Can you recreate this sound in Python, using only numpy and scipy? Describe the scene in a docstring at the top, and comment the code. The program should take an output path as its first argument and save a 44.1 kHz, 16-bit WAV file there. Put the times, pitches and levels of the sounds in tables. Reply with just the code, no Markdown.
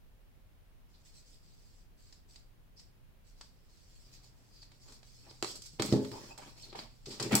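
"""You hear light taps and soft thumps, fingers hissing, an edge scraping, short squeaks, a knock and a clack.
Hands turn over a floppy magnetic sheet, set it down in a cardboard box on a table and shift a wooden easel.
Blows are short bursts of noise or fading tones; sliding is noise made of tiny slips; squeaks are gliding tones.
A small, quiet room answers with echoes over its rumble, hiss and a faint hum.
It is all heard through two closely spaced microphones."""
import sys
import numpy as np
from scipy import signal
from scipy.fft import rfft, irfft
from scipy.io import wavfile
from scipy.ndimage import uniform_filter1d

SR = 44100
rng = np.random.default_rng(int(sys.argv[2]) if len(sys.argv) > 2 else 0)


def unload_audio(sound):
    """Save the sound as a 16-bit wav file, at the path given as the first command line argument."""
    columns = np.transpose(np.atleast_2d(sound))
    # keep every value between -1 and 1, then stretch to whole-number steps
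    steps = np.round(np.clip(columns, -1, 1) * 32767)
    wavfile.write(sys.argv[1], SR, steps.astype(np.int16))


N = 326340  # length of the scene in samples

# Light blows of sheet, fingers and easel. Each row: start in seconds, hollow clack level in dB,
# bright crack level in dB, crack tilt in dB per octave above 1000 Hz, crack decay in seconds,
# left-minus-right level in dB.
LIGHT_BLOWS = [(2.1259, -89, -59.5, -4.5, 0.0024, -1.5), (2.359, -71, -58, -6.5, 0.0027, -1),
               (2.7953, -85, -60.5, -3.5, 0.005, -1), (3.411, -58.5, -53.5, -5.5, .003, -2),
               (4.629, -67.5, -63, -5, 0.0036, -2), (4.717, -68, -70, -8, 0.0053, -2),
               (4.883, -69, -66, -3, 0.0093, 3), (4.923, -65, -62, 5, 0.0029, 0),
               (5.030, -64.5, -66, -2, 0.0033, -1), (5.311, -61.5, -64, -2, 0.0016, -3),
               (5.4258, -38.5, -38.5, 0.5, 0.00092, -4), (5.4455, -41.5, -45.5, -4, 0.00067, -3),
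               (5.474, -71, -53, -3, 0.0052, 8), (5.509, -78, -56, 9, 0.0064, -8),
               (5.552, -59.5, -48.5, 4, .014, 0), (5.620, -66.5, -52.5, 3.5, 0.0035, -4),
               (5.657, -68, -51.5, 5, .01, -3), (5.7967, -37, -46.5, -3, 0.0049, -1),
               (5.8221, -39, -37, 2, 0.001, -5.5), (5.858, -71, -46.5, 10, 0.007, -4),
               (5.924, -52, -41, -7, 0.005, -2), (6.047, -52.5, -59, 5, 0.0071, -4),
               (6.116, -54.5, -61, 12, 0.0044, -5), (6.377, -57, -53, 6, 0.0071, -4.5),
               (6.623, -76, -58, 2, 0.0043, -8), (6.7276, -55, -70, 4, 0.0055, 1),
               (6.752, -50.5, -59, 2, 0.016, -1), (6.79, -47, -55, -9, 0.0044, -1),
               (7.057, -69, -49, -4.5, 0.01, -1), (7.101, -72, -45, -5.5, 0.041, -1),
               (7.1983, -41.5, -40, -1.5, 0.0074, 2.5), (7.2259, -53, -38, -0.5, 0.0045, 1),
               (7.322, -52, -42.5, 4, 0.0026, 2), (7.329, -39.5, -45.5, 5, 0.0093, -6.5),
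               (7.3531, -46, -26.5, 12, 0.0015, -0.5), (7.356, -46, -49, -4, 0.001, -11),
               (7.366, -44, -49, 17, 0.0074, 2)]
# Spectra of the hollow clack and the bright crack. Each row: frequency in Hz, relative level in dB.
CLACK_SPECTRUM = [(150, -11), (400, -4.5), (750, -3), (1150, -4), (1900, -7), (2800, -8), (4500, -5.5),
                  (9000, -52)]
CRACK_SPECTRUM = [(1000, -17.5), (2500, -7.5), (3500, 0), (4800, 9.5), (6300, 1), (7900, 6), (9000, -6.5),
                  (13000, -15.5), (16000, -20)]
BLOW_S = 0.02  # a blow's level in dB is its energy spread over this many seconds
RATTLE, RATTLE_S = 0.19, 0.015  # chatter after a light blow: share of the start, decay in seconds

# Heavy, soft blows. Each row: start in seconds, level in dB, pitch of the flexing panel in Hz,
# decay in seconds, ring of box and table in dB against the flex (before ring_db is added),
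# left-minus-right level in dB.
HEAVY_BLOWS = [(5.312, -62, 298, 0.0027, -19, 0), (5.4274, -39, 343, 0.0041, -21.5, 1.5),
               (5.735, -55, 154, 0.0087, -19, -2), (5.798, -35.5, 343, 0.0014, 1, 0.5),
               (5.890, -40, 195, 0.0082, -4.5, 3), (5.925, -25, 220, 0.0047, 4, -2),
               (5.951, -34.5, 165, 0.0098, 2.5, 6), (6.116, -51, 247, 0.014, 6, 5),
               (6.728, -56.5, 360, 0.01, -17, 4), (6.753, -61, 415, 0.0069, -10, 2),
               (7.071, -47.5, 381.7, 0.042, 2, 1.5), (7.204, -50, 432, 0.0047, 11, -0.5),
               (7.255, -45.5, 211, 0.017, 6, 0), (7.310, -43, 410, 0.0051, 4, 4),
               (7.328, -25.5, 226, 0.015, -23, 2.5), (7.3421, -25.5, 196, 0.0075, -9.5, 1.5)]
# Ring of box and table. Each row: frequency in Hz, relative level in dB, time to fall 60 dB in seconds.
BOX_RING = [(130, -1, 0.19), (150, 2, 0.089), (207, -1, 0.39), (234.6, -8.5, 0.26), (264.2, -7, 0.33),
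            (327.4, -5.5, 0.26), (413.5, -10.5, 0.38), (463, -18.5, 0.45), (538, -12, 0.1),
            (615.6, -20, 0.22), (740, -17, 0.091), (837, -28.5, 0.36), (880, -26.5, 0.46)]
# How well a flexing panel gives off sound. Each row: frequency in Hz, gain in dB.
PANEL_RADIATION = [(30, -25), (80, -10.5), (130, -5), (400, 1.5), (700, 2.5), (1500, -13.5), (5000, -36)]

# Hard parts of the easel clacking together. Each row: start in seconds, level in dB,
# left-minus-right level in dB.
EASEL_CLACKS = [(7.3531, -30.5, 3), (7.3582, -39, -3), (7.364, -38, -7)]
# Ring of those parts. Each row: frequency in Hz, relative level in dB, time to fall 60 dB in seconds.
EASEL_RING = [(3500, -18, 0.06), (4400, -7, 0.027), (5771, -6, 0.028), (6950, -9, 0.06), (7400, -5, 0.036),
              (7823, -3, 0.045), (9540, -1.5, 0.02), (10290, -5, .022), (12000, -6, .04), (11960, -10, .04),
              (14000, -14, .03)]

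# Shoves that drag an edge over cardboard or table. Each row: start in seconds, length in seconds,
# rasp level in dB, panel rumble level in dB (both before the rise and sag).
SHOVES = [(4.049, 0.87, -75.5, -73), (4.847, 0.083, -67, -64.5), (5.225, 0.088, -65.5, -65.5),
          (5.42, 0.16, -74, -60), (5.783, 0.083, -46.5, -41), (5.905, 0.029, -43, -35),
          (5.978, .08, -63, -45.5), (6.109, .18, -57.5, -51.5), (6.371, 0.11, -57.5, -59),
          (6.542, 0.21, -65.5, -62), (6.744, 0.086, -54, -55), (7.059, 0.16, -59.5, -54.5),
          (7.191, 0.06, -45.5, -41.5), (7.302, 0.042, -33, -36.5)]
# A shove bites at once and slows as it goes.
SHOVE_ATTACK_S, SHOVE_RELEASE_S, SHOVE_SAG_DB_PER_S = 0.013, 0.042, 6
# Spectra of the scraping edge and the shaken panels. Each row: frequency in Hz, relative level in dB.
RASP_SPECTRUM = [(200, -31), (550, 3.5), (950, 0), (1400, -6), (2000, -8.5), (2900, -7.5), (4500, -16),
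                 (9000, -30)]
RUMBLE_SPECTRUM = [(30, -47), (80, -3), (125, -0.5), (170, -9), (250, 0), (420, -1), (600, -2), (1200, -41)]

# Strokes of the fingers over the sheet. Each row: start in seconds, length in seconds,
# level in dB (before the rise and sag).
STROKES = [(0.87, 0.16, -75), (1.03, 0.043, -60), (1.11, 0.08, -62.5), (1.23, 0.12, -65),
           (1.40, 0.41, -69.5), (1.96, 0.19, -67.5), (2.265, 0.093, -64), (2.75, 0.058, -66),
           (3.23, 0.068, -67), (3.34, 0.12, -69), (3.52, 0.19, -78.5), (3.67, .18, -70), (3.85, .25, -67),
           (4.105, 0.029, -54), (4.21, 0.035, -58.5), (4.34, 0.2, -71.5), (4.51, 0.12, -66),
           (4.69, 0.085, -71), (4.785, 0.14, -63.5), (4.875, 0.076, -61.5), (5.02, 0.21, -64.5),
           (5.21, 0.25, -65.5), (5.43, 0.083, -47.5), (5.53, 0.032, -62), (5.61, 0.039, -52),
           (5.70, 0.035, -58.5), (5.80, 0.13, -48), (6.0, .31, -56), (6.38, 0.13, -59.5), (6.55, 0.11, -57),
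           (6.745, 0.049, -52.5), (6.87, 0.41, -71), (7.05, 0.085, -53), (7.185, .21, -53.5)]
# A stroke eases in, slows a little and dies away.
STROKE_ATTACK_S, STROKE_RELEASE_S, STROKE_SAG_DB_PER_S = 0.028, 0.033, 6
FINGERS_PAN_DB = -1.5  # left-minus-right level
# Spectrum of the rubbing skin. Each row: frequency in Hz, relative level in dB.
RUB_SPECTRUM = [(1000, -34.5), (2500, -17.5), (3300, -16), (4200, -8.5), (4900, -4.5), (5600, -9),
                (6500, -12.5), (8000, -9.5), (8900, -21.5), (12000, -26), (16000, -25)]

# Skin and sheet edge sticking and slipping, singing briefly. Each row: start in seconds,
# length in seconds, first pitch in Hz, last pitch in Hz, width of the tone in Hz, level in dB.
SQUEAKS = [(0.932, 0.04, 4230, 4370, 1500, -70.5), (2.759, 0.059, 5020, 5100, 600, -62.5),
           (4.496, 0.16, 4850, 4530, 250, -68.5), (4.613, 0.028, 4720, 4490, 302, -57.5),
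           (5.288, 0.031, 4500, 4900, 700, -58.5), (6.106, 0.047, 5160, 4960, 150, -57),
           (6.112, 0.097, 937.6, 831, 118, -53.5), (6.287, 0.031, 5000, 5250, 400, -67),
           (6.298, 0.04, 2507, 2663, 34.7, -60.5), (6.30, 0.034, 913, 808, 110, -55),
           (6.375, 0.035, 870, 890, 130, -55.5), (6.623, 0.034, 4400, 4170, 300, -53.5),
           (6.692, 0.028, 4270, 4370, 600, -58.5), (6.744, 0.023, 810, 753, 120, -47.5),
           (6.78, 0.027, 4500, 4600, 447, -50)]

# First echoes off the table and the walls of the box. Each row: left delay in seconds,
# right delay in seconds, level in dB.
FIRST_ECHOES = [(.0013, .0009, -18.5), (.0031, .0036, -21), (.0054, .0051, -17.5)]
# How long the room rings. Each row: frequency in Hz, time to fall 60 dB in seconds.
ROOM_FADE = [(100, 0.28), (300, 0.24), (1000, 0.3), (2200, 0.3), (4500, 0.39), (8000, 0.35), (15000, 0.21)]
# How alike left and right are in the room's echoes. 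Each row: frequency in Hz, likeness (1 is identical).
ROOM_LIKENESS = [(100, 0.7), (300, 0.92), (600, 0.49), (1200, 0.16), (4000, 0)]

# A faint low hum that swells and fades. Each row: time in seconds, level in dB.
HUM_LEVEL = [(2.0, -79), (2.9, -76.5), (3.4, -80), (4.0, -76.5), (4.2, -64.5), (4.4, -73), (5.4, -67)]
# Spectrum of the room's air and microphone hiss. Each row: frequency in Hz, relative level in dB.
AIR_SPECTRUM = [(12, -20), (20, -1), (37, 1), (53, -12.5), (90, -11), (116, -14), (153, -17), (352, -26.5),
                (491, -27.5), (534, -28.5), (581, -29), (1100, -34), (2840, -37.5), (7730, -47.5),
                (15500, -43.5)]
AIR_DB = -59
# How alike left and right are in the air. Each row: frequency in Hz, likeness (1 is identical).
AIR_LIKENESS = [(60, 0.12), (150, 0.49), (380, 0.11), (950, 0.037), (2380, 0.02), (5980, 0.02),
                (15000, 0.01)]
EDGE_HZ = 15900  # the recorder's upper limit


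def taps(clack_s=0.0016, snap=1.9, softness=0.25, hard_s=0.006):
    """Each contact is a dense, quickly damped ring, hollow below and crisp above; short ones snap, long ones swell."""
    out = np.zeros((2, N))
    t = np.arange(4096) / SR
    for s, clack_db, crack_db, tilt_db, decay_s, pan_db in LIGHT_BLOWS:
        low, high = rng.standard_normal((2, 2, len(t)))
        # the touched thing chatters on for a moment
        chatter = RATTLE * np.exp(-t / RATTLE_S)
        rise = 1 - np.exp(-t / (softness * decay_s))
        # one sharp click at the start, stronger when the crack is short
        click = snap * np.exp(1 - decay_s / hard_s) * (t == 0)
        clack = pair(low, ROOM_LIKENESS) * rise * (np.exp(-t / clack_s) + chatter) + click
        crack = high * rise * (np.exp(-t / decay_s) + chatter) + click
        hollow = amp(clack_db) * blow(colour(clack, CLACK_SPECTRUM))
        bright = amp(crack_db) * blow(colour(crack, CRACK_SPECTRUM, tilt_db))
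        add(out, s, hollow + bright, pan_db)
    return out


def thumps(ring_db=1, swell_s=0.0018, buzz=0.4, buzz_hz=60):
    """A panel flexes briefly and passes its motion to box and table, whose loose joints roughen the ring."""
    out = np.zeros((2, N))
    t = np.arange(SR * 2 // 3) / SR
    ring = np.zeros(len(t))
    for hz, db, t60 in BOX_RING:
        # complex noise wobbles both the strength and the timing of the tone
        wobble = rng.standard_normal(256) + 1j * rng.standard_normal(256)
        shake = np.interp(t * buzz_hz, np.arange(256), wobble)
        rough_tone = ((1 + buzz * shake) * np.exp(2j * np.pi * hz * t)).imag
        ring += amp(db - 60 * t / t60) * rough_tone
    ring = amp(ring_db) * blow(ring * (1 - np.exp(-t / swell_s)))
    for s, db, hz, decay_s, box_db, pan_db in HEAVY_BLOWS:
        flex = blow(np.sin(2 * np.pi * hz * t) * np.exp(-t / decay_s))
        add(out, s, amp(db) * (flex + amp(box_db) * ring), pan_db)
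    return out


def easel():
    """Hard parts meet and ring briefly, each tone reaching the two microphones in its own phase."""
    out = np.zeros((2, N))
    t = np.arange(SR // 5) / SR
    for s, db, pan_db in EASEL_CLACKS:
        ring = np.zeros((2, len(t)))
        for hz, mode_db, t60 in EASEL_RING:
            tone = np.sin(2 * np.pi * (hz * t + rng.random((2, 1))))
            ring += amp(mode_db - 60 * t / t60) * tone
        add(out, s, amp(db) * blow(ring), pan_db)
    return out


def dragging():
    """With each shove, coarse slips rasp at the edge and shake the panels beneath."""
    slips = friction(slips_per_s=500, spread_db=2.5, smooth=0.63, jerk_db=1.5, jerk_hz=50.73)
    grain = pair(patchy(slips, depth_db=4.0), ROOM_LIKENESS)
    shape = SHOVE_ATTACK_S, SHOVE_RELEASE_S, SHOVE_SAG_DB_PER_S
    rasp = slides([(s, length_s, db) for s, length_s, db, _ in SHOVES], *shape)
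    rumble = slides([(s, length_s, db) for s, length_s, _, db in SHOVES], *shape)
    return evened(colour(grain, RASP_SPECTRUM)) * rasp + evened(colour(grain, RUMBLE_SPECTRUM)) * rumble


def fingers():
    """Skin sliding on the printed face: a fine, bright hiss that swells with each stroke."""
    slips = friction(slips_per_s=900, spread_db=0.0, smooth=1.0, jerk_db=-1.0, jerk_hz=76.5)
    hiss = evened(colour(patchy(slips, depth_db=3.5), RUB_SPECTRUM))
    strokes = slides(STROKES, STROKE_ATTACK_S, STROKE_RELEASE_S, STROKE_SAG_DB_PER_S)
    return hiss * strokes * amp([[FINGERS_PAN_DB / 2], [-FINGERS_PAN_DB / 2]])


def squeaks():
    """Sticking and slipping make an unsteady, gliding tone that swells and stops."""
    out = np.zeros((2, N))
    for s, length_s, first_hz, last_hz, width_hz, db in SQUEAKS:
        n = int(length_s * SR)
        # each slip comes a little early or late, which widens the tone
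        noise = uniform_filter1d(rng.standard_normal((2, SR // 4)), size=24)[:, :n]
        jitter = noise * np.sqrt(2 * np.pi * width_hz / SR)
        glide = 2 * np.pi * np.linspace(first_hz, last_hz, n) / SR
        tone = np.sin(np.cumsum(glide + jitter, axis=1))
        add(out, s, amp(db) * evened(tone * signal.windows.tukey(n, 0.7)), 0)
    return out


def near_echoes(x):
    """Close surfaces return a few early copies, each delayed by a fixed time on each side."""
    out = x.copy()
    for left_s, right_s, db in FIRST_ECHOES:
        for side, delay_s in enumerate((left_s, right_s)):
            lag = max(round(delay_s * SR), 1)
            out[side, lag:] += amp(db) * x[side, :-lag]
    return out


def room(x, wet_db, gap_s=0.001):
    """Dense reflections of random sign, each band of pitch dying at its own speed."""
    signs = rng.choice([-1., 1.], (2, SR))
    reflections = signs * (rng.random((2, SR)) < 5000 / SR)  # about 5000 a second
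    hz, t, z = signal.stft(pair(reflections, ROOM_LIKENESS), SR, nperseg=256)
    fade = amp(-60 * t / read(ROOM_FADE, hz)[:, None])
    tail = signal.istft(z * fade, SR, nperseg=256)[1]
    tail = tail * (np.arange(tail.shape[1]) > gap_s * SR)
    tail = tail / np.linalg.norm(tail[0])
    return x + amp(wet_db) * signal.fftconvolve(x, tail, axes=1)[:, :N]


def hum(hz=122, wander_hz=6):
    """A low tone of wavering pitch: smoothed noise pushes its frequency up and down."""
    drift = evened(uniform_filter1d(rng.standard_normal(N), size=3000))
    tone = np.sin(2 * np.pi * np.cumsum(hz + wander_hz * drift) / SR)
    return level(HUM_LEVEL) * evened(tone)


def air():
    """Steady low rumble of the room and faint microphone hiss, as shaped noise."""
    noise = rfft(pair(rng.standard_normal((2, N)), AIR_LIKENESS))
    gain = amp(read(AIR_SPECTRUM, np.fft.rfftfreq(N, 1 / SR)))
    return amp(AIR_DB) * evened(irfft(noise * gain, N))


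def friction(slips_per_s, spread_db, smooth, jerk_db, jerk_hz):
    """Tiny slips of uneven size over a smooth hiss; the whole comes in jerks."""
    sizes = amp(spread_db * np.minimum(rng.exponential(1, N), 2))
    slips = sizes * (rng.random(N) < slips_per_s / SR) * rng.choice([-1., 1.], (2, N))
    jerks = np.interp(np.arange(N) / SR * jerk_hz, np.arange(N), rng.uniform(-1, 1, N))
    hiss = smooth * rng.standard_normal((2, N))
    return evened((evened(slips) + hiss) * amp(jerk_db * jerks))


def patchy(x, depth_db, size=512):
    """The contact point wanders, so different resonances stand out from moment to moment."""
    z = signal.stft(x.astype(np.float32), nperseg=size)[2]
    # random gains, smoothed over neighbouring pitches and then over time
    field = uniform_filter1d(rng.standard_normal(z.shape[1:]), size=4, axis=0)
    field = evened(uniform_filter1d(field, size=5, axis=1))
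    gain = amp(depth_db * np.clip(field, -2, 2))
    return evened(signal.istft(z * gain, nperseg=size)[1][:, :N])


def slides(rows, attack_s, release_s, sag_db_per_s):
    """Gain over time of sliding movements: each eases in, sags steadily and dies away after its length."""
    power = np.zeros(N)
    t = np.arange(SR * 3 // 2) / SR
    for s, length_s, db in rows:
        rise = 1 - np.exp(-(t / attack_s) ** 2)
        fall = np.exp(-np.maximum(t - length_s, 0) / release_s)
        gain = rise * fall * amp(db - sag_db_per_s * t)
        part = power[round(s * SR):][:len(t)]
        part += gain[:len(part)] ** 2  # overlapping movements add as power
    return np.sqrt(power)


def colour(x, spectrum, tilt_db=0, size=2048):
    """Filters with a spectrum, tilted by dB per octave above 1000 Hz; nothing sounds before its cause."""
    hz = abs(np.fft.fftfreq(size, 1 / SR))
    tilt = tilt_db * np.log2(np.maximum(hz, 1000) / 1000)
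    log_gain = np.log(amp(read(spectrum, hz) + tilt))
    # minimum phase: the filter responds as early as it can
    response = np.fft.ifft(np.exp(np.conj(signal.hilbert(log_gain)))).real[:size // 2]
    return signal.oaconvolve(x, response[None], axes=1)[:, :x.shape[1]]


def pair(x, likeness):
    """Blends two unrelated channels to a given likeness at each frequency."""
    a, b = rfft(x)
    same = np.clip(read(likeness, np.fft.rfftfreq(x.shape[1], 1 / SR)), -1, 1)
    mid = a * np.sqrt((1 + same) / 2)
    side = b * np.sqrt((1 - same) / 2)
    return irfft(np.array([mid + side, mid - side]), x.shape[1])


def add(mix, s, sound, pan_db):
    """Places a sound at time s, leaning left or right."""
    panned = sound * amp([[pan_db / 2], [-pan_db / 2]])
    part = mix[:, round(s * SR):][:, :sound.shape[-1]]
    part += panned[:, :part.shape[1]]


def amp(db):
    """Turns decibels into gain."""
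    return 10 ** (np.asarray(db) / 20)


def evened(x):
    """Scales to an average strength (rms) of 1."""
    return x / np.sqrt(np.mean(x ** 2) + 1e-20)


def blow(x):
    """Scales a short sound to the energy of rms 1 over the length of one blow."""
    energy = np.mean(np.sum(x ** 2, -1))
    return x * np.sqrt(BLOW_S * SR / (energy + 1e-20))


def read(points, hz):
    """Reads a curve between its points on a log-frequency axis."""
    f, value = np.transpose(points)
    return np.interp(np.log(hz + 1), np.log(f + 1), value)


def level(rows):
    """Gain over time from a dB curve; as good as silent before its start."""
    s, db = np.transpose(rows)
    return amp(np.interp(np.arange(N) / SR, s, db, left=-200))


def scene():
    """Handling sounds in the room, over its quiet air and hum."""
    handling = near_echoes(taps() + easel() + dragging() + fingers()) + squeaks()
    panels = colour(thumps(), PANEL_RADIATION)
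    return room(handling, wet_db=-5.5) + room(panels, wet_db=-5) + hum() + air()


def record(dry):
    """The recorder cuts off the highest treble with a steep low-pass filter."""
    low_pass = signal.firwin(511, EDGE_HZ, window=("kaiser", 9), fs=SR)
    return signal.oaconvolve(dry, low_pass[None], "same")


dry = scene()
out = record(dry)
unload_audio(out)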